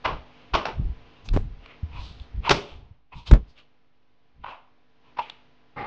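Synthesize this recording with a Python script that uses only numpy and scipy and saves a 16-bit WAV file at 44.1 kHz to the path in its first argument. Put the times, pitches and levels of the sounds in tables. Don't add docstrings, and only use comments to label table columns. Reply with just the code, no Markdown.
import sys
import numpy as np
from scipy import signal
from scipy.fft import rfft, irfft
from scipy.io import wavfile

SR = 44100
rng = np.random.default_rng(int(sys.argv[2]) if len(sys.argv) > 2 else 0)


def materialize(psi):
    bounded = np.clip(np.atleast_2d(psi).T, -1, 1)
    quanta = np.round(bounded * 32767).astype(np.int16)
    wavfile.write(sys.argv[1], SR, quanta)


N = 258822
TIME = np.arange(N) / SR
FREQ = np.maximum(np.fft.rfftfreq(4096, 1 / SR), 1)

# tips_peak_s, tips_level_db, tips_spread_s, bulk_lag_s, bulk_level_db,
# settling_level_db, settling_decay_s, hardness_0_to_1, hollow_pitch_hz, hollow_boost_db
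LANDINGS = [ (0.057, -19.5, 0.0063, 0.0033, -24.5, -26.5, 0.039, 0.41, 1064, 2.5),
            (0.542, -16, 0.0032, .012, -14.5, -24.5, .04, 0.53, 1110, 6),
            (0.6562, -17, 0.0016, 0.011, -27.5, -31, 0.03, 0.49, 835, 2.5),
            (2.452, -30.5, .004, 0.023, -23, -40, .02, 0.02, 980, 23.5),
            (2.4962, -8, 0.0016, .017, -9.5, -24.5, .045, 0.8, 971, -2.5),
            (4.4435, -30, 0.0035, 0.022, -35.5, -38.5, 0.062, 0.09, 985, 5),
            (5.1745, -29, 0.0033, 0.019, -18.5, -39.5, 0.028, 0.33, 895, 16)]
# frequency_hz, level_db
SLAP_COLOUR = [(40, -2), (130, -4), (300, -2), (650, -0.5), (1000, 2.5), (1350, -2.5), (1850, -10.5),
               (2800, -7.5), (4000, -16.5), (5500, -19), (7500, -34), (10000, -43), (13000, -68)]
# time_s, room_send_db
SLAP_ROOM = [(4.4, -2.5), (5.15, -7)]
# peak_s, level_db, rise_s, rustle_centre_hz, hollow_boost_db
SWISHES = [ (0.420, -60, .10, 2790, -4), (1.170, -62, 0.17, 2850, 1), (1.262, -51, 0.0087, 6400, 13),
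           (1.650, -55.5, 0.024, 2620, -13), (1.715, -50, 0.031, 2440, -10.5),
           (1.977, -43.5, .036, 2750, 15.5), (2.063, -48.5, .058, 3800, -1), (2.230, -61, .033, 3500, -0.5),
           (2.474, -30, 0.019, 2650, 3), (2.555, -40, .012, 4600, 0), (2.713, -51.5, 0.038, 3060, -1),
           (3.133, -41, .007, 2540, 17), (3.190, -49.5, .028, 3350, 18), (3.279, -37.5, 0.0098, 3500, 5.5),
           (3.505, -65, .018, 4800, -7.5), (3.590, -52.5, 0.017, 2910, -13), (4.504, -47, .036, 2700, 1),
           (5.083, -61, 0.028, 2800, 14.5), (5.226, -43, .014, 2800, 6), (5.285, -50.5, 0.056, 2650, -10)]
# frequency_hz, level_db
SWISH_COLOUR = [(100, -15), (600, -2), (1200, 1), (1750, -11), (2450, -3.5), (3400, -4.5), (4800, -9),
                (6500, -20.5), (8500, -37), (12000, -67)]
# rustle_centre_hz, brightness_db_per_octave
SLIDE_BRIGHTNESS = [(2500, -10), (3300, 4), (6400, 5.5)]
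# peak_s, level_db, pitch_hz
TICKS = [(1.289, -28, 3570), (1.661, -40.5, 2630), (2.2, -44, 3466), (5.299, -30.5, 3700)]
# peak_s, level_db, pitch_hz, rise_s, decay_s
THUMPS = [ (0.062, -28.5, 60, 0.0043, 0.0089), (0.55, -17.5, 49.6, 0.011, 0.003),
          (0.798, -12, 93.5, 0.0027, 0.0052), (0.902, -21.5, 59.5, 0.0087, 0.018),
          (1.328, -15.5, 36, 0.018, 0.078), (1.368, -16, 83, .0044, 0.018), (1.834, -18, 78, 0.0019, 0.016),
          (2.22, -26.5, 56.5, 0.0096, 0.0033), (2.351, -24.5, 69, 0.005, 0.0099),
          (2.512, -20, 136, .009, .02), (2.915, -36.5, 85.8, 0.0034, 0.0066),
          (3.331, 2.5, 46.2, 0.009, 0.015)]
# peak_s, level_db, rise_s, decay_s, brightness_db_per_octave
KNOCKS = [(1.338, -29.5, .003, 0.035, 2.5), (1.365, -16.5, 0.0016, 0.0025, 0.5),
          (1.3735, -7, 0.00082, 0.001, -3), (3.314, -10.5, 0.0014, 0.0043, 2),
          (3.338, -14, 0.003, 0.003, 1.5), (3.35, -19.5, 0.0059, 0.016, -1.5)]
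# frequency_hz, level_db
KNOCK_COLOUR = [(40, 5), (130, -1), (420, -7), (750, -15), (1300, -20), (2000, -26), (4000, -35.5),
                (7000, -46), (8500, -58), (10500, -80.5)]
# peak_s, level_db, rise_s
SWINGS = [ (0.135, -31, .03), (0.836, -25, 0.047), (1.368, -24, 0.054), (2.02, -36.5, 0.078),
          (2.395, -28.5, .028), (2.78, -42.5, 0.06), (3.173, -35, .018), (3.341, -21, 0.028),
          (4.421, -46, 0.039)]
# frequency_hz, level_db
AIR_COLOUR = [(10, -1.5), (25, 0), (60, 1.5), (130, -8), (220, -20), (400, -31.5), (1000, -86)]
# frequency_hz, level_db
TRAY_COLOUR = [(50, 8), (130, 5.5), (500, 9), (1200, 5.5), (2100, 6.5), (3000, -4.5), (5000, -16.5),
               (7000, -41.5), (10000, -82)]
# pitch_hz, width_hz, boost_db
TRAY_MODES = [(130, 105, 13), (478.4, 12, 17.5), (824, 113, 17), (1194, 190, 14), (2093, 40, 17)]
# centre_hz, t60_s, level_db
RING_BANDS = [(207.4, 0.38, -16), (550, 0.52, -7.5), (990, 0.82, -22), (1576, 0.21, -11.5),
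              (2660, 0.41, -9), (5000, 0.3, -10.5)]
# pitch_hz, t60_s, level_db
SHEET_MODES = [(648, .39, -40), (1224, .45, -37.5), (2190, .35, -35.5), (2353, .4, -33.5),
               (3020, .4, -34.5), (4640, .3, -31.5)]
# time_s, level_db
BACKGROUND_LEVEL = [(0, -55), (1.15, -57), (1.5, -59), (1.85, -56), (2.35, -57.5), (2.8, -62), (3.05, -76),
                    (3.35, -62.5), (3.9, -71), (4.95, -67), (5.15, -61), (5.7, -64)]
# frequency_hz, level_db
ROOM_COLOUR = [(40, -13.5), (120, 0), (250, -8.5), (450, -6), (1000, -10.5), (1900, -13.5), (2900, -14.5),
               (3900, -19), (5300, -26), (6500, -35.5), (8000, -59), (10000, -59)]
# pitch_hz, level_against_background_db
HUM = [(50, -12), (150, -15.5), (250, -7.5), (300, -12), (450, -12.5), (700, -16.5), (800, -17),
       (1000, -15.5)]

TIPS_FALL_PER_RISE, TIPS_WEIGHT_DB, TIPS_DB_PER_OCTAVE = 1.2, -3, -1.04
BULK_RISE_S, BULK_DECAY_S = 0.0051, 0.008
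SETTLE_LAG_S, SETTLE_RISE_S, SETTLE_WEIGHT_DB, SETTLE_DB_PER_OCTAVE = 0.02, 0.008, 6, -1.27
SOFT_DB_PER_OCTAVE, HARD_DB_PER_OCTAVE = -5.5, 5.5
SOFT_TOP_HZ, HARD_TOP_HZ = 3800, 7730
SOFT_WEIGHT_DB, HARD_WEIGHT_DB = -23, 11
HOLLOW_WIDTH_HZ = 240
SWISH_RELEASE_S, SWISH_FALL_PER_RISE = 0.0079, 1.05
OVERTONE_RATIO, OVERTONE_DB, OVERTONE_LENGTH = 2.6, -9, 0.57
EDDY_FALL_PER_RISE, WAKE_DB, WAKE_DECAY_S, WAKE_TOP_HZ = 1.4, -23.5, 0.079, 25
TOP_HZ = 10000
OFFSET = 0.0015


def undb(db):
    return 10 ** (np.asarray(db) / 20)


def unit(x):
    return x / np.sqrt(np.mean(x ** 2))


def curve(rows):
    return np.interp(TIME, *np.transpose(rows))


def shape(points):
    hz, db = np.transpose(points)
    return np.interp(np.log(FREQ), np.log(hz), db)


def octaves_above(hz, most):
    return np.log2(np.clip(FREQ / hz, 1, most))


def bump(hz, width_hz):
    return 1 / (1 + ((FREQ - hz) / (0.5 * width_hz)) ** 2)


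def colour(x, colour_db):
    cepstrum = irfft(colour_db * np.log(10) / 20)
    half = len(cepstrum) // 2
    cepstrum[1:half] *= 2
    cepstrum[half + 1:] = 0
    response = irfft(np.exp(rfft(cepstrum)))
    return signal.fftconvolve(x, response)[:len(x)]


def swell(peak_s, rise_s, decay_s):
    first = max(0, int((peak_s - 4 * rise_s) * SR))
    last = int((peak_s + 9 * decay_s + 0.02) * SR)
    span = slice(first, last)
    t = TIME[span] - peak_s
    return span, np.exp(np.where(t < 0, -0.5 * (t / rise_s) ** 2, -t / decay_s))


def contacts(rate, spread_db):
    chance, size = rng.random(N), rng.standard_normal(N)
    hit = np.flatnonzero(chance < rate / SR)
    clicks = np.zeros(N)
    clicks[hit] = np.sign(size[hit - 1]) * undb(spread_db * size[hit])
    return clicks


def add(out, peak_s, level_db, rise_s, decay_s, clicks, colour_db):
    span, envelope = swell(peak_s, rise_s, decay_s)
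    flurry = clicks[span] * envelope
    flurry = flurry * np.linalg.norm(envelope) / (np.linalg.norm(flurry) + 1e-18)
    colour_gain = np.sqrt(np.mean(undb(colour_db) ** 2))
    out[span] += undb(level_db) * colour(flurry, colour_db) / colour_gain


def hollow(hz, width_hz, third=0.35):
    return bump(hz, width_hz) + third * bump(3 * hz, 2 * width_hz)


def slaps():
    out = np.zeros(N)
    treble = octaves_above(1000, most=6)
    bass = 1 / (1 + (FREQ / 520) ** 4)
    for (tips_s, tips_db, spread_s, lag_s, bulk_db, settle_db, settle_decay_s,
         hardness, hollow_hz, hollow_db) in LANDINGS:
        db_per_octave = SOFT_DB_PER_OCTAVE + hardness * (HARD_DB_PER_OCTAVE - SOFT_DB_PER_OCTAVE)
        top_hz = SOFT_TOP_HZ + hardness * (HARD_TOP_HZ - SOFT_TOP_HZ)
        weight_db = SOFT_WEIGHT_DB + hardness * (HARD_WEIGHT_DB - SOFT_WEIGHT_DB)
        tone = shape(SLAP_COLOUR) + db_per_octave * treble + weight_db * bass
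        tone = tone - 10 * np.log10(1 + (FREQ / top_hz) ** 12)
        tone = tone + hollow_db * hollow(hollow_hz, HOLLOW_WIDTH_HZ)
        tips_tone = tone + TIPS_WEIGHT_DB * bass + TIPS_DB_PER_OCTAVE * treble
        settle_tone = tone + SETTLE_WEIGHT_DB * bass + SETTLE_DB_PER_OCTAVE * treble
        bulk_s = tips_s + lag_s
        add(out, tips_s, tips_db, spread_s, TIPS_FALL_PER_RISE * spread_s,
            contacts(rate=15000, spread_db=3.0), tips_tone)
        add(out, bulk_s, bulk_db, BULK_RISE_S, BULK_DECAY_S,
            contacts(rate=13000, spread_db=-1.5), tone)
        add(out, bulk_s + SETTLE_LAG_S, settle_db, SETTLE_RISE_S, settle_decay_s,
            contacts(rate=11000, spread_db=1.9), settle_tone)
    return out


def thumps():
    out = np.zeros(N)
    for peak_s, level_db, hz, rise_s, decay_s in THUMPS:
        overtone = (OVERTONE_RATIO, 2 * level_db + OVERTONE_DB, OVERTONE_LENGTH)
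        for ratio, part_db, length in [(1, level_db, 1), overtone]:
            span, envelope = swell(peak_s, length * rise_s, length * decay_s)
            wave = np.sin(2 * np.pi * ratio * hz * (TIME[span] - peak_s))
            out[span] -= undb(part_db) * envelope * wave
    return out


def knocks():
    out = np.zeros(N)
    treble = octaves_above(500, most=16)
    for peak_s, level_db, rise_s, decay_s, db_per_octave in KNOCKS:
        tone = shape(KNOCK_COLOUR) + db_per_octave * treble
        add(out, peak_s, level_db, rise_s, decay_s, contacts(rate=12000, spread_db=1.5), tone)
    return out


def swishes(rustle_db=10, rustle_width=0.61, upper_share=0.35):
    out = np.zeros(N)
    note = bump(950, HOLLOW_WIDTH_HZ) + upper_share * bump(2520, HOLLOW_WIDTH_HZ)
    treble = octaves_above(2000, most=4)
    for peak_s, level_db, rise_s, centre_hz, hollow_db in SWISHES:
        db_per_octave = np.interp(centre_hz, FREQ, shape(SLIDE_BRIGHTNESS))
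        rustle = rustle_db * bump(centre_hz, rustle_width * centre_hz)
        tone = shape(SWISH_COLOUR) + rustle + db_per_octave * treble + hollow_db * note
        decay_s = SWISH_RELEASE_S + SWISH_FALL_PER_RISE * rise_s
        add(out, peak_s, level_db, rise_s, decay_s, contacts(rate=4300, spread_db=-0.5), tone)
    return out


def ticks(body_db=-5):
    out = np.zeros(N)
    grain = contacts(rate=15000, spread_db=2)
    for peak_s, level_db, hz in TICKS:
        tone = shape(SWISH_COLOUR) + 13 * bump(hz, width_hz=3100) + body_db * bump(700, width_hz=1600)
        add(out, peak_s, level_db, 0.0009, 0.0016, grain, tone)
    return out


def air():
    eddy_level, wake_level = np.zeros(N), np.zeros(N)
    for peak_s, level_db, rise_s in SWINGS:
        span, envelope = swell(peak_s, rise_s, EDDY_FALL_PER_RISE * rise_s)
        eddy_level[span] += undb(level_db) * envelope
        span, envelope = swell(peak_s, rise_s, WAKE_DECAY_S)
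        wake_level[span] += undb(level_db + WAKE_DB) * envelope
    eddy_colour = shape(AIR_COLOUR)
    wake_colour = eddy_colour - 10 * np.log10(1 + (FREQ / WAKE_TOP_HZ) ** 2)
    eddies = unit(colour(rng.standard_normal(N), eddy_colour))
    wake = unit(colour(rng.standard_normal(N), wake_colour))
    return eddies * eddy_level + wake * wake_level


def tray():
    out = np.zeros(N)
    modes = sum(boost_db * bump(hz, width_hz) for hz, width_hz, boost_db in TRAY_MODES)
    tone = shape(TRAY_COLOUR) + modes
    weave = contacts(rate=2200, spread_db=0.5)
    add(out, 5.765, -41, 0.002, 0.02, weave, tone)
    add(out, 5.792, -31, 0.013, 0.16, weave, tone)
    return out


def ring(x, build_s=0.0041):
    t = TIME[:SR]
    response = np.zeros(SR)
    centres = np.log([row[0] for row in RING_BANDS])
    spectrum = rfft(rng.standard_normal(SR))
    log_hz = np.log(np.arange(SR // 2 + 1) + 1)
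    for (hz, t60_s, level_db), share in zip(RING_BANDS, np.eye(len(RING_BANDS))):
        envelope = np.exp(-np.log(1000) * t / t60_s) * (1 - np.exp(-t / build_s))
        band = irfft(spectrum * np.interp(log_hz, centres, share))
        response += undb(level_db) * band * envelope / np.linalg.norm(envelope)
    for hz, t60_s, level_db in SHEET_MODES:
        mode = np.exp(-np.log(1000) * t / t60_s) * np.sin(2 * np.pi * hz * t)
        response += undb(level_db) * mode / np.linalg.norm(mode)
    return signal.fftconvolve(x, response)[:N]


def background(hiss_db=-1):
    hiss = unit(colour(rng.standard_normal(N), shape(ROOM_COLOUR)))
    hum = np.zeros(N)
    for hz, level_db in HUM:
        tone = np.sin(2 * np.pi * (hz * TIME + rng.random()))
        hum += undb(level_db) * np.sqrt(2) * tone
    return (undb(hiss_db) * hiss + hum) * undb(curve(BACKGROUND_LEVEL))


def scene(swish_room_db=-6, tick_room_db=-7, tray_room_db=-4):
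    landings, rustle, snaps, scrape = slaps(), swishes(), ticks(), tray()
    room_send = undb(curve(SLAP_ROOM)) * landings + undb(swish_room_db) * rustle
    room_send += undb(tick_room_db) * snaps + undb(tray_room_db) * scrape
    mono = landings + rustle + snaps + scrape + ring(room_send)
    mono += knocks() + thumps() + air() + background()
    return np.array([mono, mono])


def record(dry):
    gains = undb(np.array([[0.12], [0]]))
    limited = np.clip(gains * dry + OFFSET, -1, 1)
    lowpass = signal.ellip(8, 0.2, 70, TOP_HZ, fs=SR, output="sos")
    return signal.sosfilt(lowpass, limited)


dry = scene()
out = record(dry)
materialize(out)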